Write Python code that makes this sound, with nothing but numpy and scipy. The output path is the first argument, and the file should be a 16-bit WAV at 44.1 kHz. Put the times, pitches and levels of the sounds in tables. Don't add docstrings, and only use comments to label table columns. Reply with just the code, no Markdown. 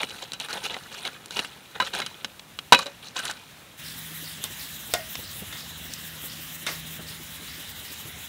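import sys
import numpy as np
from scipy import signal
from scipy.fft import rfft, irfft, next_fast_len
from scipy.io import wavfile
from scipy.ndimage import uniform_filter1d

SR = 44100
rng = np.random.default_rng(int(sys.argv[2]) if len(sys.argv) > 2 else 0)


def dump_mix(stems):
    frames = np.atleast_2d(stems).T
    limited = np.clip(frames, -1, 1)
    pcm = np.round(limited * 32767).astype(np.int16)
    wavfile.write(sys.argv[1], SR, pcm)


N = 365148
T = np.arange(N) / SR
FIRE_FADE_IN_S = (3.764, 3.8)

# (frequency [Hz], relative level [dB], ring t60 before damping [s])
TIN_MODES = [(544, -24.5, 0.19), (1022, -27.5, 0.028), (1347, -14.5, 0.045), (1525, -12.5, 0.058),
             (2490, -27, 0.22), (2920, -12.5, 0.082), (3872, -5, 0.028), (3950, -19, 0.14)]


def undb(db):
    return 10 ** (np.asarray(db) / 20)


def level(x, db):
    return x * undb(db) / np.sqrt(np.mean(x ** 2))


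def peak(x, db):
    return x * undb(db) / np.abs(x).max()


def colour(x, points):
    hz, db = np.transpose(points)
    log_grid = np.log(np.linspace(1, SR / 2, 2049))
    cepstrum = irfft(np.interp(log_grid, np.log(hz), db) * np.log(10) / 20)
    cepstrum[1:2048] *= 2
    cepstrum[2049:] = 0
    response = irfft(np.exp(rfft(cepstrum)))
    return signal.fftconvolve(x, response)[:len(x)]


def band(x, lo_hz, hi_hz):
    edges = [lo_hz, min(hi_hz, .45 * SR)]
    return signal.sosfilt(signal.butter(2, edges, "bandpass", fs=SR, output="sos"), x)


def walk(rate):
    t = T[::64]
    hold = int(SR / 64 / rate)
    steps = np.repeat(rng.standard_normal(len(t) // hold + 1), hold)
    slewed = uniform_filter1d(uniform_filter1d(steps, hold), hold)
    return 1.3 * np.interp(T, t, slewed[:len(t)])


def fade(t, t60):
    return np.exp(-np.log(1000) * t / max(t60, .002))


def add(out, s, sound):
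    i = int(s * SR)
    out[i:i + len(sound)] += sound[:len(out) - i]


def flickering_noise(points, db, flicker_db, flutter_db, step_oct):
    base = colour(rng.standard_normal(N), points)
    flutter = walk(28) + walk(50)
    size = 2 * next_fast_len(N // 2 + 1)
    spectrum = rfft(base, size)
    place = np.log2(np.linspace(1, SR / 2, size // 2 + 1) / 150) / step_oct
    top = int(6.8 / step_oct)
    out = 0
    for k in range(top + 1):
        share = np.clip(1 - np.abs(np.clip(place, 0, top) - k), 0, 1)
        gain_db = flicker_db * (walk(14) + walk(40)) + flutter_db * (k / top) ** 4 * flutter
        out = out + irfft(spectrum * share)[:N] * undb(gain_db)
    return level(out, db)


def side_noise():
    # (frequency [Hz], relative level [dB])
    noise_colour = [ (1000, -6), (2000, -40), (16000, 2.5)]
    return level(colour(rng.standard_normal(N), noise_colour), -57)


def quiet_air():
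    # (frequency [Hz], relative level [dB])
    air_colour = [(25, -27), (60, -5.5), (150, 0.5), (400, -9), (3800, -11.5), (4600, -18), (16000, -22)]
    return flickering_noise(air_colour, -49.5, flicker_db=.8, flutter_db=.5, step_oct=2.)


def motor_hum():
    # (time [s], upper tone RMS before wavering [dB], lower tone RMS [dB])
    tone_levels = [(3.7, -53, -69), (4.1, -48.5, -76), (5.4, -65, -58), (5.7, -54, -54.5), (6.5, -48, -61),
                   (7.3, -52, -62), (8.28, -72, -67)]
    upper_hz = 160
    s, upper_db, lower_db = np.transpose(tone_levels)
    turn = np.pi * np.cumsum(upper_hz * (1 + 0.006 * walk(3.9))) / SR
    upper = undb(np.interp(T, s, upper_db) + 1.6 * walk(9)) * np.sin(2 * turn)
    lower = undb(np.interp(T, s, lower_db)) * np.sin(turn)
    return np.sqrt(2) * (upper + lower)


def insect():
    chirp_starts = [3.846, 4.2412, 4.595, 4.917, 5.2384, 5.57, 5.903, 6.282, 6.676, 7.0678, 7.481, 7.848]
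    centre_hz, width_hz = 4800, 1800
    chirp_s, throbs_per_s = 0.11, 52.6
    first_db, tires_db_s = -44.5, -0.7
    out, t = np.zeros(N), T[:int(.25 * SR)]
    edges = centre_hz - width_hz / 2, centre_hz + width_hz / 2
    throb = (1 + .5 * np.cos(2 * np.pi * throbs_per_s * t)) * np.exp(-(t / chirp_s) ** 2)
    for s in chirp_starts:
        rasp = band(band(rng.standard_normal(len(t)), *edges), *edges)
        add(out, s, level(rasp, first_db + tires_db_s * (s - chirp_starts[0])) * throb)
    return out


def fire_hiss():
    # (frequency [Hz], relative level [dB])
    fire_colour = [(25, -36), (66, -4), (250, -8), (373, -17.5), (1020, -16), (1840, -9.5), (2410, -13),
                   (2900, -9), (3900, -8.5), (4400, -19.5), (7000, -15), (9000, -17), (16000, -13.5)]
    return flickering_noise(fire_colour, -38, flicker_db=1.4, flutter_db=2.6, step_oct=.25)


def puffs():
    # (time [s], noise peak [dB], pitch [Hz])
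    loud_puffs = [(5.184, -36, 100), (5.418, -35, 188), (6.232, -37.5, 161), (6.99, -37, 173),
                  (8.051, -37, 104)]
    small_per_s, small_db = 9, -47
    out, t = np.zeros(N), T[:int(.1 * SR)]
    start = FIRE_FADE_IN_S[1]
    span = T[-1] - start
    chance = rng.random((int(small_per_s * span), 3))
    small = [(start + span * a, small_db + 3.7 * b, 90 * 3.84 ** c) for a, b, c in chance]
    for s, db, hz in loud_puffs + small:
        rush = band(rng.standard_normal(len(t)) * t * fade(t, 0.058), 130, 570)
        flap = np.sin(2 * np.pi * hz * t) * t * fade(t, 0.035)
        add(out, s, peak(rush, db) + peak(flap, db - 1))
    return out


def clang(modes, pitch, spread_oct, stretch, t):
    hz, mode_db, t60 = np.transpose(modes)
    chance = rng.standard_normal((2, len(hz)))
    near = undb(mode_db + 2 * chance[0] - 6 * np.abs(np.log2(hz / pitch)) / spread_oct)
    drift = uniform_filter1d(rng.standard_normal((len(hz), len(t))), size=250, axis=1)
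    waver = 1 + 10 * np.minimum(t / 0.025, 1) * drift
    tones = np.sin(2 * np.pi * np.outer(hz * (1 + 0.0026 * chance[1]), t))
    decay = np.exp(-np.log(1000) * t / (stretch * t60[:, None]))
    return near @ (waver * tones * decay)


def pops():
    # (time [s], snap peak [dB], snap centre [Hz], aftersound peak [dB],
    #          stove pitch most excited [Hz], spray t60 [s])
    bursts = [(4.44, -9.5, 7160, -23, 3700, 0.16), (4.938, -3.5, 6100, -12.5, 716, 0.088),
              (5.154, -21.5, 3200, -20.5, 3400, 0.025), (5.526, -33, 5000, -26, 2100, 0.16),
              (5.937, -17, 5600, -37, 4100, .015), (6.666, -17.5, 6900, -17, 1950, 0.3)]
    # (frequency [Hz], relative level [dB], ring t60 before stretching [s])
    stove_modes = [(639, -2, 0.23), (713, 3.5, 0.13), (1450, 7, 0.11), (1880, 4.5, 0.24), (2110, 4.5, 0.2),
                   (3620, 18, 0.05)]
    out, t = np.zeros(N), T[:int(.28 * SR)]
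    for s, snap_db, snap_hz, after_db, pitch, spray in bursts:
        noise = rng.standard_normal((2, len(t)))
        wide = 1.53 + 5.3 * undb(2 * snap_db)
        burst = noise[0] * t * fade(t, 0.0027)
        snap = peak(band(burst, snap_hz / wide, snap_hz * wide), 0) + peak(band(burst, 1800, 21000), -26)
        sparks = band(noise[1] * fade(t, spray), 320, 5300)
        ring = clang(stove_modes, pitch, 0.77, np.clip(spray / 0.054, .2, 1.5), t)
        ring = ring * (1.34 + fade(t, spray))
        after = peak(sparks, -1.4) + peak(ring, -1.5)
        add(out, s, peak(snap, snap_db) + peak(after, after_db))
    return out


def grains(smear_s):
    per_s, scatter_db = 500, 3.
    struck = rng.random(N) < per_s / SR
    hits = struck * undb(scatter_db * np.minimum(rng.exponential(size=N), 5))
    return np.sqrt(signal.lfilter([1], [1, -np.exp(-1 / (smear_s * SR))], hits ** 2))


def stirring(hz):
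    # (time [s], length [s], level at 2500 Hz [dB], brightness [dB per octave])
    strokes = [(0, 0.041, -33.5, 0.5), (0.071, 0.14, -44, 2), (0.227, 0.0041, -34.5, 1),
               (0.405, 0.054, -38.5, 1.5), (0.501, 0.01, -34, 1), (0.533, 0.0039, -28.5, 1.5),
               (0.558, 0.024, -34.5, 0), (0.64, 0.021, -30, 2), (0.7, 0.048, -38.5, -0.5),
               (0.917, 0.12, -41.5, 1.5), (1.053, 0.021, -31.5, 0), (1.321, 0.14, -42, 2),
               (1.366, 0.032, -32, 0), (1.759, 0.0039, -35.5, -2), (1.849, 0.031, -34.5, 1),
               (1.939, 0.066, -31.5, 0), (2.764, 0.07, -36.5, 1), (3.034, 0.051, -45, 2.5),
               (3.165, 0.032, -32, 2), (3.232, 0.082, -34.5, 1.5)]
    rise_db_s, fall_db_s = 1204, 798
    settle_db, settle_fall_db_s = -14, 42.5
    t = T[:4 * SR:128]
    s, length, db, bright_db = np.transpose(strokes)[:, :, None]
    early, late = np.maximum(s - t, 0), np.maximum(t - s - length, 0)
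    fall = undb(-2 * fall_db_s * late) + undb(2 * (settle_db - settle_fall_db_s * late))
    power = undb(2 * (db + bright_db * np.log2(hz / 2500) - rise_db_s * early)) * fall
    return np.interp(T, t, np.sqrt(power.sum(axis=0)), right=0)


def rattle():
    # (frequency [Hz], relative level [dB])
    rattle_colour = [(90, -29.5), (450, -7.5), (1300, -4.5), (3000, -3.5), (4000, 2.5), (4800, -15),
                     (9000, -14), (15000, -42)]
    ring_db, turns_db = -5.5, 4.
    clash, noise = grains(0.0005), rng.standard_normal(N)
    toned = colour(noise, rattle_colour)
    sizes_hz = 180 * 2. ** np.arange(7)
    grit = []
    for hz in sizes_hz:
        hits = toned * (.8 * clash + grains(3. / hz + .001))
        grit.append(band(hits, hz / 1.41, hz * 1.41) * undb(1.2 * walk(30)))
    rings = []
    for hz, db, t60 in TIN_MODES:
        r = fade(1 / SR, .5 * t60)
        ring = signal.lfilter([1], [1, -2 * r * np.cos(2 * np.pi * hz / SR), r * r], clash * noise)
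        rings.append(undb(0.17 * db + turns_db * walk(25.)) * level(ring, 0))
    stirred_grit = sum(g * stirring(hz) for g, hz in zip(grit, sizes_hz)) / np.std(sum(grit))
    stirred_rings = sum(g * stirring(m[0]) for g, m in zip(rings, TIN_MODES)) / np.std(sum(rings))
    return stirred_grit + undb(ring_db) * stirred_rings


def knocks():
    # (time [s], peak without crack and thud [dB], pitch of the struck piece [Hz],
    #                     treble crack against that peak [dB], ring t60 of the piece [s])
    blows = [(0.032, -11, 2280, -14, 0.014), (0.32, -17, 4000, -15, 0.011), (0.334, -21, 3130, -1, 0.07),
             (0.4, -21.5, 3780, -1, 0.025), (0.486, -24.5, 1445, -14, 0.18), (0.743, -20, 2030, -21, 0.03),
             (0.766, -21, 750, -32, 0.033), (1.052, -19.5, 2200, -23, 0.045),
             (1.076, -18.5, 3270, -36, 0.017), (1.259, -28.5, 4100, 3, 0.0099),
             (1.308, -23.5, 3700, -7, 0.035), (1.392, -8.5, 2780, -15, 0.03),
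             (1.447, -22.5, 2800, -10, 0.019), (1.801, -10, 1016, -26, 0.071),
             (1.8035, -12, 1560, -25, 0.054), (1.816, -24, 3850, -13, 0.06),
             (1.823, -16.5, 1360, -20, 0.047), (1.937, -18, 4020, -20, 0.036),
             (1.95, -19, 1600, -0.5, 0.015), (2.002, -13, 3240, -31, 0.012), (2.018, -18, 2160, -17, 0.059),
             (2.063, -18.5, 3120, -4, 0.043), (2.246, -13.5, 3170, -24, 0.029),
             (2.395, -27.5, 3400, -28, 0.021), (2.589, -16, 3240, -17, 0.024),
             (2.723, 8, 972, -14.5, 0.078), (2.73, 2, 3740, -27, 0.031), (2.7463, -2, 2560, -24, 0.04),
             (2.79, -15.5, 1150, -1.5, 0.055), (2.859, -24.5, 563, -8, 0.16),
             (2.866, -21.5, 4000, -22, 0.042), (3.164, -20.5, 1040, -20, 0.049),
             (3.191, -20.5, 1537, -3, 0.13), (3.253, -20, 3120, 2, 0.059), (3.298, -21.5, 1533, -8, 0.14),
             (3.312, -23.5, 3700, 5, 0.025)]
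    out, t = np.zeros(N), T[:int(.28 * SR)]
    for s, db, pitch, crack_db, ring in blows:
        noise = rng.standard_normal((3, len(t)))
        waver = 1 + 4 * uniform_filter1d(noise[2], size=60)
        piece = np.sin(2 * np.pi * pitch * t) * fade(t, ring) * waver
        grit = peak(band(noise[0] * fade(t, ring), min(pitch / 1.4, 1100), pitch + 1800), -6.5)
        body = clang(TIN_MODES, pitch, 3., np.clip(ring / 0.055, .2, 1.5), t)
        crack = peak(band(noise[1] * fade(t, 0.0061 + 0.18 * ring), 3500, 9000), crack_db)
        thud = peak(band(band(noise[1] * fade(t, 0.062), 137.4, 320), 137.4, 320), -27.5)
        blow = peak(piece, -1.5 - 2.2 * pitch / 1000) + grit + peak(body, -3.5)
        add(out, s, peak(blow, db) + undb(db) * (crack + thud))
    return out


def scene():
    port_lag = 0.024
    later = np.interp(T, FIRE_FADE_IN_S, (0, 1))
    hits = band(knocks(), 125, 20000) + rattle() + pops()
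    background = (1 - later) * quiet_air() + later * (fire_hiss() + motor_hum())
    steady = background + puffs() + insect()
    side = side_noise() + port_lag * np.gradient(hits)
    return hits + steady + side * np.array([[1], [-1]])


def record(dry):
    top_hz = 15700
    clipped = np.clip(dry, -.97, .97)
    no_rumble = signal.sosfilt(signal.butter(2, 35, "highpass", fs=SR, output="sos"), clipped)
    return signal.sosfilt(signal.ellip(10, .2, 60, top_hz, fs=SR, output="sos"), no_rumble)


dry = scene()
out = record(dry)
dump_mix(out)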